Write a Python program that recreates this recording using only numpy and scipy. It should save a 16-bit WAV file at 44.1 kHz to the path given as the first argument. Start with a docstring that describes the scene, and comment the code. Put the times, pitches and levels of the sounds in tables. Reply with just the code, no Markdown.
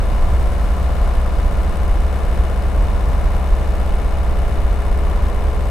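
"""Wind buffets over the steady drone of a four-cylinder diesel, heard from a camera on the outside of a
cruising car. Every firing knocks the block, injectors and valves tick, and the tyres roar on the asphalt.
Eddies flutter and thump against the camera while passing air hisses and rushes along the bodywork.
Midway, another car overtakes on the left, barely heard above it all."""
import sys
import numpy as np
from scipy import signal
from scipy.fft import rfft, irfft, next_fast_len
from scipy.io import wavfile
from scipy.ndimage import uniform_filter1d, map_coordinates

SR = 44100
rng = np.random.default_rng(int(sys.argv[2]) if len(sys.argv) > 2 else 0)


def persist_wave(psi):
    """Save psi, clipped to +-1, as 16-bit WAV."""
    counts = np.round(np.clip(psi, -1, 1) * 32767).astype(np.int16)
    wavfile.write(sys.argv[1], SR, np.atleast_2d(counts).T)


N = 251370

# engine speed: time_s, firing_rate_hz
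FIRING_RATE = [(0.0, 64.64), (1.7, 64.71), (3.0, 64.55), (4.6, 64.69), (5.7, 64.61)]
# the four cylinders: injection_moment_cycles, strength_db
CYLINDERS = [(0.109, -1.5), (0.369, 4), (0.612, 2.5), (0.866, 2)]
# drone of block, intake and exhaust: multiple_of_cycle_rate, level_db, left_over_right_db
DRONE_ORDERS = [(2, -34.2, 1), (3, -40.6, -1), (4, -19.9, 4), (8, -46.3, 0), (11, -40.6, -1),
                (12, -41.9, -9), (13, -43.3, -1), (14, -47.2, 1), (15, -47.9, 0), (20, -45.3, 4),
                (21, -48.8, 2), (23, -48.6, -1), (25, -50.4, 1), (26, -43.2, 0), (27, -50.5, 1),
                (28, -50.7, 1), (30, -44.8, 3), (31, -50.1, 1), (32, -43.8, 0), (35, -46.9, 3),
                (36, -40.0, -1), (40, -44.9, -2), (41, -47.2, 1), (42, -46.7, 2), (43, -47.0, 1),
                (44, -45.0, -3), (45, -49.3, 1), (48, -49.4, 2), (52, -48.5, 3), (60, -47.6, 6),
                (61, -52.3, 4), (64, -48.2, 2), (66, -50.0, 4), (72, -49.7, 3), (76, -52.3, 4),
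                (81, -58, 3), (83, -57, 3), (86, -53.6, 3), (88, -51.5, 1), (90, -58.5, 3), (98, -59, 4),
                (108, -54.5, 5), (136, -55.3, 3), (144, -60.5, 4), (156, -61.5, 4), (179, -61.5, 4),
                (182, -66, 4), (220, -66, 3), (224, -65, 3), (248, -70, 3)]
# faint whine of belt-driven parts: pitch_hz, level_db, left_over_right_db
BELT_TONES = [(804, -50, 1), (995, -52.5, 19)]
# narrow resonances that colour the engine's clatter: centre_hz, width_hz, lift_db
CLATTER_RESONANCES = [(1410, 42, 8), (1750, 56, 4.5), (2140, 67, 4.5), (2630, 79, 6.5), (2903, 80, 16.5),
                      (3635, 120, 12.5), (4300, 110, 2.5), (4980, 67, 14), (5260, 130, 14),
                      (6080, 76, 14.5), (6500, 110, 8), (6720, 140, 12), (8280, 190, 6.5)]

# tone colour of each layer: frequency_hz, gain_db
KNOCK_EQ = [(120, -36), (200, -31), (280, 4.5), (450, 0.5), (750, 7), (900, 4), (1100, -22), (1500, -14.5),
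            (2200, -4), (3000, -11.5), (4500, -25.5)]
CLATTER_EQ = [(500, -26), (1000, 4), (1500, -0.5), (2200, -4), (2700, -10), (3200, -18), (4200, -9.5),
              (4600, -22.5), (7200, -24.5), (8300, -21), (12000, -25), (16000, -44)]
INJECTION_EQ = [(1500, -32), (3000, 8.5), (5000, -8), (7200, -4.5), (8300, 2.5), (10500, 0), (12100, 2),
                (13000, 2), (14500, -5), (16000, -20)]
TYRE_EQ = [(60, 7.5), (130, 1.5), (200, 1.5), (330, 0.7), (600, 0.5), (780, -0.5), (900, -4), (1050, 0.3),
           (1400, -7.5), (2000, -13.5), (3000, -27.5), (4500, -26.5), (8000, -39.5)]
BUFFET_EQ = [(4, -51), (10, 2), (18, -2.5), (33, 3), (52, 0.8), (66, -11), (85, -9), (105, -21), (150, -31),
             (300, -48), (800, -81)]
HISS_EQ = [(1500, -35), (3500, 4.5), (5200, 4), (6500, -1), (7200, -1.5), (8200, 1.5), (10500, 3),
           (12100, -4), (13000, -1), (14500, -8), (16000, -14)]
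FLUTTER_EQ = [(45, -22), (65, 0.5), (78, 1.5), (98, -5.5), (120, -3.5), (165, -10), (230, -19.5),
              (320, -19.5), (500, -47.5)]
RUSH_EQ = [(700, -27), (1100, 1), (1400, 1.5), (1700, -1.5), (2100, -6.5), (3000, -14), (5000, -28)]
OVERTAKER_EQ = [(80, 0), (220, 0.5), (400, 2.5), (700, 0.5), (1100, -2), (1600, -8), (2500, -23),
                (5000, -40)]
# a comb of peaks and dips in the treble, from sound reflected off the bodywork: frequency_hz, gain_db
BODYWORK_RIPPLE_EQ = [(6000, 0), (6850, 0.7), (7250, -2.5), (7950, 1), (8300, -0.5), (9100, -1.6), (9750, -0.5),
                      (10650, -2), (11100, -0.7), (11700, -1), (12200, -3), (12900, -1.5), (13800, -1.5),
                      (14300, -5.5)]
# stereo width: frequency_hz, left_right_correlation
STEREO_LIKENESS = [(30, 0.94), (55, 0.99), (100, 0.65), (200, 1), (350, 0.32), (600, 1), (1000, 0.64),
                   (2000, 0.63), (3500, 0.45), (6000, 0.52), (8500, 0.45), (11000, -0.0076), (14000, -0.22)]
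# stereo lean: frequency_hz, left_over_right_db
STEREO_BALANCE = [(30, -2.5), (100, -1), (200, 5), (300, 3), (600, 2), (1100, 5), (2500, 5), (4500, 2.5),
                  (14000, 2.5)]

# fader rides for asphalt coarseness, headwind, spells of flutter and rushing air: time_s, gain_db
COARSE_ASPHALT = [(0.0, 1.5), (0.27, 1.5), (0.75, 0.1), (1.03, 3), (1.35, 0.5), (1.9, 0.5), (2.08, -0.5),
                  (2.4, -0.5), (2.65, -3), (2.9, 0.5), (3.6, 1.2), (4.1, -0.5), (4.95, -1.5), (5.23, 2),
                  (5.5, -0.8), (5.7, 0)]
HEADWIND = [(0.0, 0.8), (0.25, 0), (0.6, -0.5), (0.8, -3.5), (1.05, -0.3), (1.65, -0.5), (2.0, -0.5),
            (2.25, -3.5), (2.6, -1), (3.0, 0), (3.6, -2.2), (4.05, 1), (4.6, -1), (5.05, -0.1), (5.7, -1.5)]
FLUTTER_SPELLS = [(0.0, -1), (0.3, 2.5), (0.58, 3), (0.85, 1), (1.1, -4.5), (1.5, -0.5), (2.02, 0),
                  (2.35, 2.5), (2.65, -1), (3.1, 1.5), (3.5, 1), (4.0, -6), (4.45, -0.5), (4.9, -4),
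                  (5.2, -0.5), (5.7, 1.5)]
RUSH_SWELLS = [(0.0, -4), (0.35, 2), (0.8, -2), (1.2, 2), (1.6, -1), (2.05, -4), (2.35, 3), (2.7, -1),
               (3.1, -2), (3.45, -5), (3.8, -1), (4.25, -2), (4.7, 3), (5.2, -3), (5.7, -5)]
# big eddies that hit the camera: centre_s, relative_peak_db, pitch_hz
BIG_EDDIES = [(0.139, -5.5, 44), (0.23, -3.5, 28.8), (0.344, -8, 46), (0.477, -5, 40), (0.646, -6.5, 40),
              (1.033, -6, 35), (1.182, -9, 29), (1.915, -5, 35.6), (2.402, -8, 42), (2.813, -7, 48),
              (3.044, -8, 42), (3.369, -9.5, 26.9), (3.528, -4.5, 33), (3.944, -6.5, 34.6),
              (4.295, -12, 38), (4.47, -5, 45.3), (4.717, -5, 43), (4.918, -5, 38.5), (5.151, -6.5, 42.4),
              (5.233, -7.5, 36)]

TIME_S = np.arange(N) / SR


def amp(db):
    """Decibels to gain."""
    return 10 ** (np.asarray(db) / 20)


def unit(x):
    """x at rms 1."""
    return x / np.sqrt(np.mean(x ** 2) + 1e-20)


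def curve(rows):
    """(time_s, value) rows as one value per sample."""
    return np.interp(TIME_S, *np.transpose(rows))


def along(points, hz):
    """(frequency_hz, value) points read on a log axis."""
    points_hz, values = np.transpose(points)
    return np.interp(np.log(hz + 1), np.log(points_hz + 1), values)


def wobble(rate_hz):
    """A smooth random curve through rate_hz knots a second."""
    return map_coordinates(rng.standard_normal(2048), [TIME_S * rate_hz], mode="mirror")


def noise():
    """Two unrelated white noises."""
    return rng.standard_normal((2, N))


def filtered(x, response):
    """x through an EQ given as a function of frequency."""
    size = next_fast_len(N + SR // 2)
    return irfft(rfft(x, size) * response(np.fft.rfftfreq(size, 1 / SR)), size)[..., :N]


def panned(left_db):
    """Left and right gains of mean power 1."""
    gains = amp([left_db / 2, -left_db / 2])
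    return gains / np.sqrt(np.mean(gains ** 2, axis=0))


def coloured(pair, eq):
    """Two unrelated signals become one stereo sound of rms 1: near mono in the bass, wide on top."""
    def mid_side_gains(hz):
        width = np.arccos(np.clip(along(STEREO_LIKENESS, hz), -1, 1)) / 2
        return amp(along(eq, hz)) * [np.cos(width), np.sin(width)]

    mid, side = filtered(pair, mid_side_gains)
    stereo = np.array([mid + side, mid - side])
    return unit(filtered(stereo, lambda hz: panned(along(STEREO_BALANCE, hz))))


def every_cycle(pattern, cycle):
    """Loops a pattern once per engine cycle."""
    return map_coordinates(pattern, [cycle % 1 * len(pattern)], mode="grid-wrap")


def burst(since, rise, fall):
    """A rounded attack and a decay, once per cycle; all times are in cycles."""
    age = since % 1
    return (1 - np.exp(-age / rise)) ** 2 * np.exp(-age / fall)


def firings(cycle, rise, fall, scatter_db):
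    """An envelope of one burst for each cylinder in turn, no two equally strong."""
    envelope = np.zeros(N)
    for moment, db in CYLINDERS:
        since = cycle - moment + 1
        scatter = rng.standard_normal(128)[since.astype(int)]
        envelope += amp(db + scatter_db * scatter) * burst(since, rise, fall)
    return unit(envelope)


def drone(cycle, waver_db, skew_rad, hum_hz=420, hum_width_hz=25, hum_rise_db_per_s=1.3):
    """Block, intake and exhaust hold clean orders: the firing rate booms, a mid hum slowly grows."""
    total = np.zeros((2, N))
    cycle_hz = cycle[-1] * SR / N
    rise_db = hum_rise_db_per_s * (TIME_S - N / SR / 2)
    for order, db, left_db in DRONE_ORDERS:
        # paths round the bodywork put the two sides a little out of step
        offset = skew_rad * rng.choice([-1, 1]) * np.array([[.5], [-.5]])
        tone = np.sqrt(2) * np.sin(2 * np.pi * (order * cycle + rng.random()) + offset)
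        in_hum = np.exp(-((order * cycle_hz - hum_hz) / hum_width_hz) ** 2)
        total += panned(left_db)[:, None] * amp(db + in_hum * rise_db + waver_db * wobble(6)) * tone
    return total


def belt_whine(cycle, waver_db):
    """Belt-driven parts follow the shaft, but sing between its orders."""
    total = np.zeros((2, N))
    shaft_s = cycle / cycle[-1] * N / SR
    for hz, db, left_db in BELT_TONES:
        tone = np.sqrt(2) * np.sin(2 * np.pi * hz * shaft_s)
        total += panned(left_db)[:, None] * amp(db - waver_db * wobble(5.14)) * tone
    return total


def metal_ring(cycle, firing_lift_db, size=2730):
    """The metal rings alike in each cycle, on the many orders that the drone leaves free."""
    partials = np.exp(2j * np.pi * rng.random((2, size // 2 + 1)))
    # the cylinders ring much alike, which lifts the multiples of the firing rate
    partials[:, ::len(CYLINDERS)] *= amp(firing_lift_db)
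    partials[:, [int(row[0]) for row in DRONE_ORDERS]] = 0
    return unit(np.array([every_cycle(ring, cycle) for ring in irfft(partials, size)]))


def knock(cycle):
    """Each combustion rings the block, which still sounds when the next one comes."""
    ring = metal_ring(cycle, firing_lift_db=5.0)
    return coloured(ring * firings(cycle, rise=0.018, fall=0.23, scatter_db=1.0), KNOCK_EQ)


def clatter(cycle, spread_cycles, fade_db, uneven_db, looseness, sustain, taps=6, size=2730):
    """Injectors and valves tap at set shaft angles after each firing; play in the parts varies the taps."""
    angle = np.arange(size) / size
    power = np.zeros(size)
    for moment, db in CYLINDERS:
        train = np.zeros(size)
        for tap, (slip, softness) in enumerate(rng.random((taps, 2))):
            delay = spread_cycles * (tap + slip / 2) / taps
            gain = amp(-fade_db * tap / taps - uneven_db * softness)
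            train += (gain * burst(angle - moment - delay, rise=0.0066, fall=0.012)) ** 2
        # the taps differ less from cylinder to cylinder than the combustion does
        power += amp(db / 2) * train / train.mean()
    # sustain: the engine bay keeps ringing between the taps
    envelope = every_cycle(np.sqrt(power / power.mean() + sustain), cycle)
    ring = metal_ring(cycle, firing_lift_db=1.0) + looseness * noise()
    rattle = ring * envelope * amp(1.05 * wobble(130))
    return coloured(filtered(rattle, clatter_resonances), CLATTER_EQ)


def clatter_resonances(hz):
    """Narrow peaks colour the clatter: ringing engine metal lower down, the camera's case in the treble."""
    return 1 + sum((amp(db) - 1) / (1 + 2j * (hz - centre) / width)
                   for centre, width, db in CLATTER_RESONANCES)


def injection(cycle):
    """A short bright tick of fuel at each firing."""
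    return coloured(noise() * firings(cycle, rise=0.036, fall=0.055, scatter_db=1.5), INJECTION_EQ)


def engine(drift_cycles):
    """All engine layers follow one shaft that drifts ahead and behind; four firings make a cycle."""
    cycle = np.cumsum(curve(FIRING_RATE)) / SR / len(CYLINDERS) + drift_cycles * wobble(5)
    return (amp(0.08) * drone(cycle, waver_db=0.66, skew_rad=0.5)
            + belt_whine(cycle, waver_db=2.5)
            + amp(-41.0) * knock(cycle)
            + amp(-43.5) * clatter(cycle, spread_cycles=0.218, fade_db=21.5, uneven_db=10.5,
                                   looseness=0.36, sustain=0.42)
            + amp(-51.0) * injection(cycle))


def tyres(patchy_db, low_share, tread_hz=794):
    """Tread roars on asphalt, its colour shifting with the surface; coarse stretches lift the top most."""
    spectrogram = signal.stft(noise(), nperseg=1024)[2]
    patches = rng.standard_normal(spectrogram.shape[1:])
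    patches = uniform_filter1d(patches, size=7, axis=0)  # smooth across frequency
    patches = uniform_filter1d(patches, size=14, axis=1)  # and across time
    patchy_noise = signal.istft(spectrogram * amp(patchy_db * unit(patches)), nperseg=1024)[1][:, :N]
    roar = coloured(patchy_noise, TYRE_EQ)
    lows = filtered(roar, lambda hz: 1 / (1 + (hz / tread_hz) ** 10))
    coarse_db = curve(COARSE_ASPHALT)
    return lows * amp(low_share * coarse_db) + (roar - lows) * amp(coarse_db)


def buffet(lumpy_db, duck_share, duck_half_length_s):
    """Headwind eddies rumble on the camera; the rumble ducks while a big eddy displaces them."""
    rumble = unit(coloured(noise(), BUFFET_EQ) * amp(lumpy_db * wobble(22.05)))
    duck = sum(np.exp(-((TIME_S - centre_s) / duck_half_length_s) ** 2) for centre_s, _, _ in BIG_EDDIES)
    return amp(curve(HEADWIND)) * (1 - duck_share * duck) * rumble


def air_hiss(ease_db_per_s):
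    """Passing air lays down a smooth, bright hiss that slowly eases."""
    return amp(-ease_db_per_s * TIME_S) * coloured(noise(), HISS_EQ)


def flutter(lumpy_db):
    """Small, quick eddies shed by the camera's own edges come in spells."""
    eddies = unit(coloured(noise(), FLUTTER_EQ) * amp(lumpy_db * wobble(45)))
    return amp(curve(FLUTTER_SPELLS)) * eddies


def rush():
    """Air tearing past the bodywork swells softly, louder on the left."""
    return amp(curve(RUSH_SWELLS)) * coloured(noise(), RUSH_EQ)


def thumps():
    """Each big eddy is one push of pressure with a suction before and after it."""
    total = np.zeros(N)
    for centre_s, db, hz in BIG_EDDIES:
        phase_squared = (np.pi * hz * (TIME_S - centre_s)) ** 2
        total += amp(db) * (1 - 2 * phase_squared) * np.exp(-phase_squared)
    return total


def overtaker(alongside_s, gap_m, faster_m_per_s, left_db):
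    """The other car's dull tyre roar grows and fades as one over its distance."""
    ahead_m = faster_m_per_s * (TIME_S - alongside_s)
    nearness = gap_m / np.hypot(gap_m, ahead_m)
    return panned(left_db)[:, None] * coloured(noise(), OVERTAKER_EQ) * nearness


def scene():
    """Engine, tyres and wind form a constant bed while the other car slips past."""
    return (engine(drift_cycles=0.0004)
            + amp(-32.0) * tyres(patchy_db=1, low_share=0.25)
            + amp(-17.0) * buffet(lumpy_db=0.2, duck_share=0.47, duck_half_length_s=0.016)
            + amp(-50.0) * air_hiss(ease_db_per_s=0.64)
            + amp(-31.7) * flutter(lumpy_db=2.5)
            + amp(-47.5) * rush()
            + amp(0.7) * thumps()
            + amp(-37.0) * overtaker(alongside_s=2.67, gap_m=1.9, faster_m_per_s=5.3, left_db=2.0))


def record(dry):
    """Sound reflected off the bodywork ripples the treble, and the band limit cuts off the very top."""
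    top_hz = 15750
    return filtered(dry, lambda hz: amp(along(BODYWORK_RIPPLE_EQ, hz)) * (hz < top_hz))


dry = scene()
out = record(dry)
persist_wave(out)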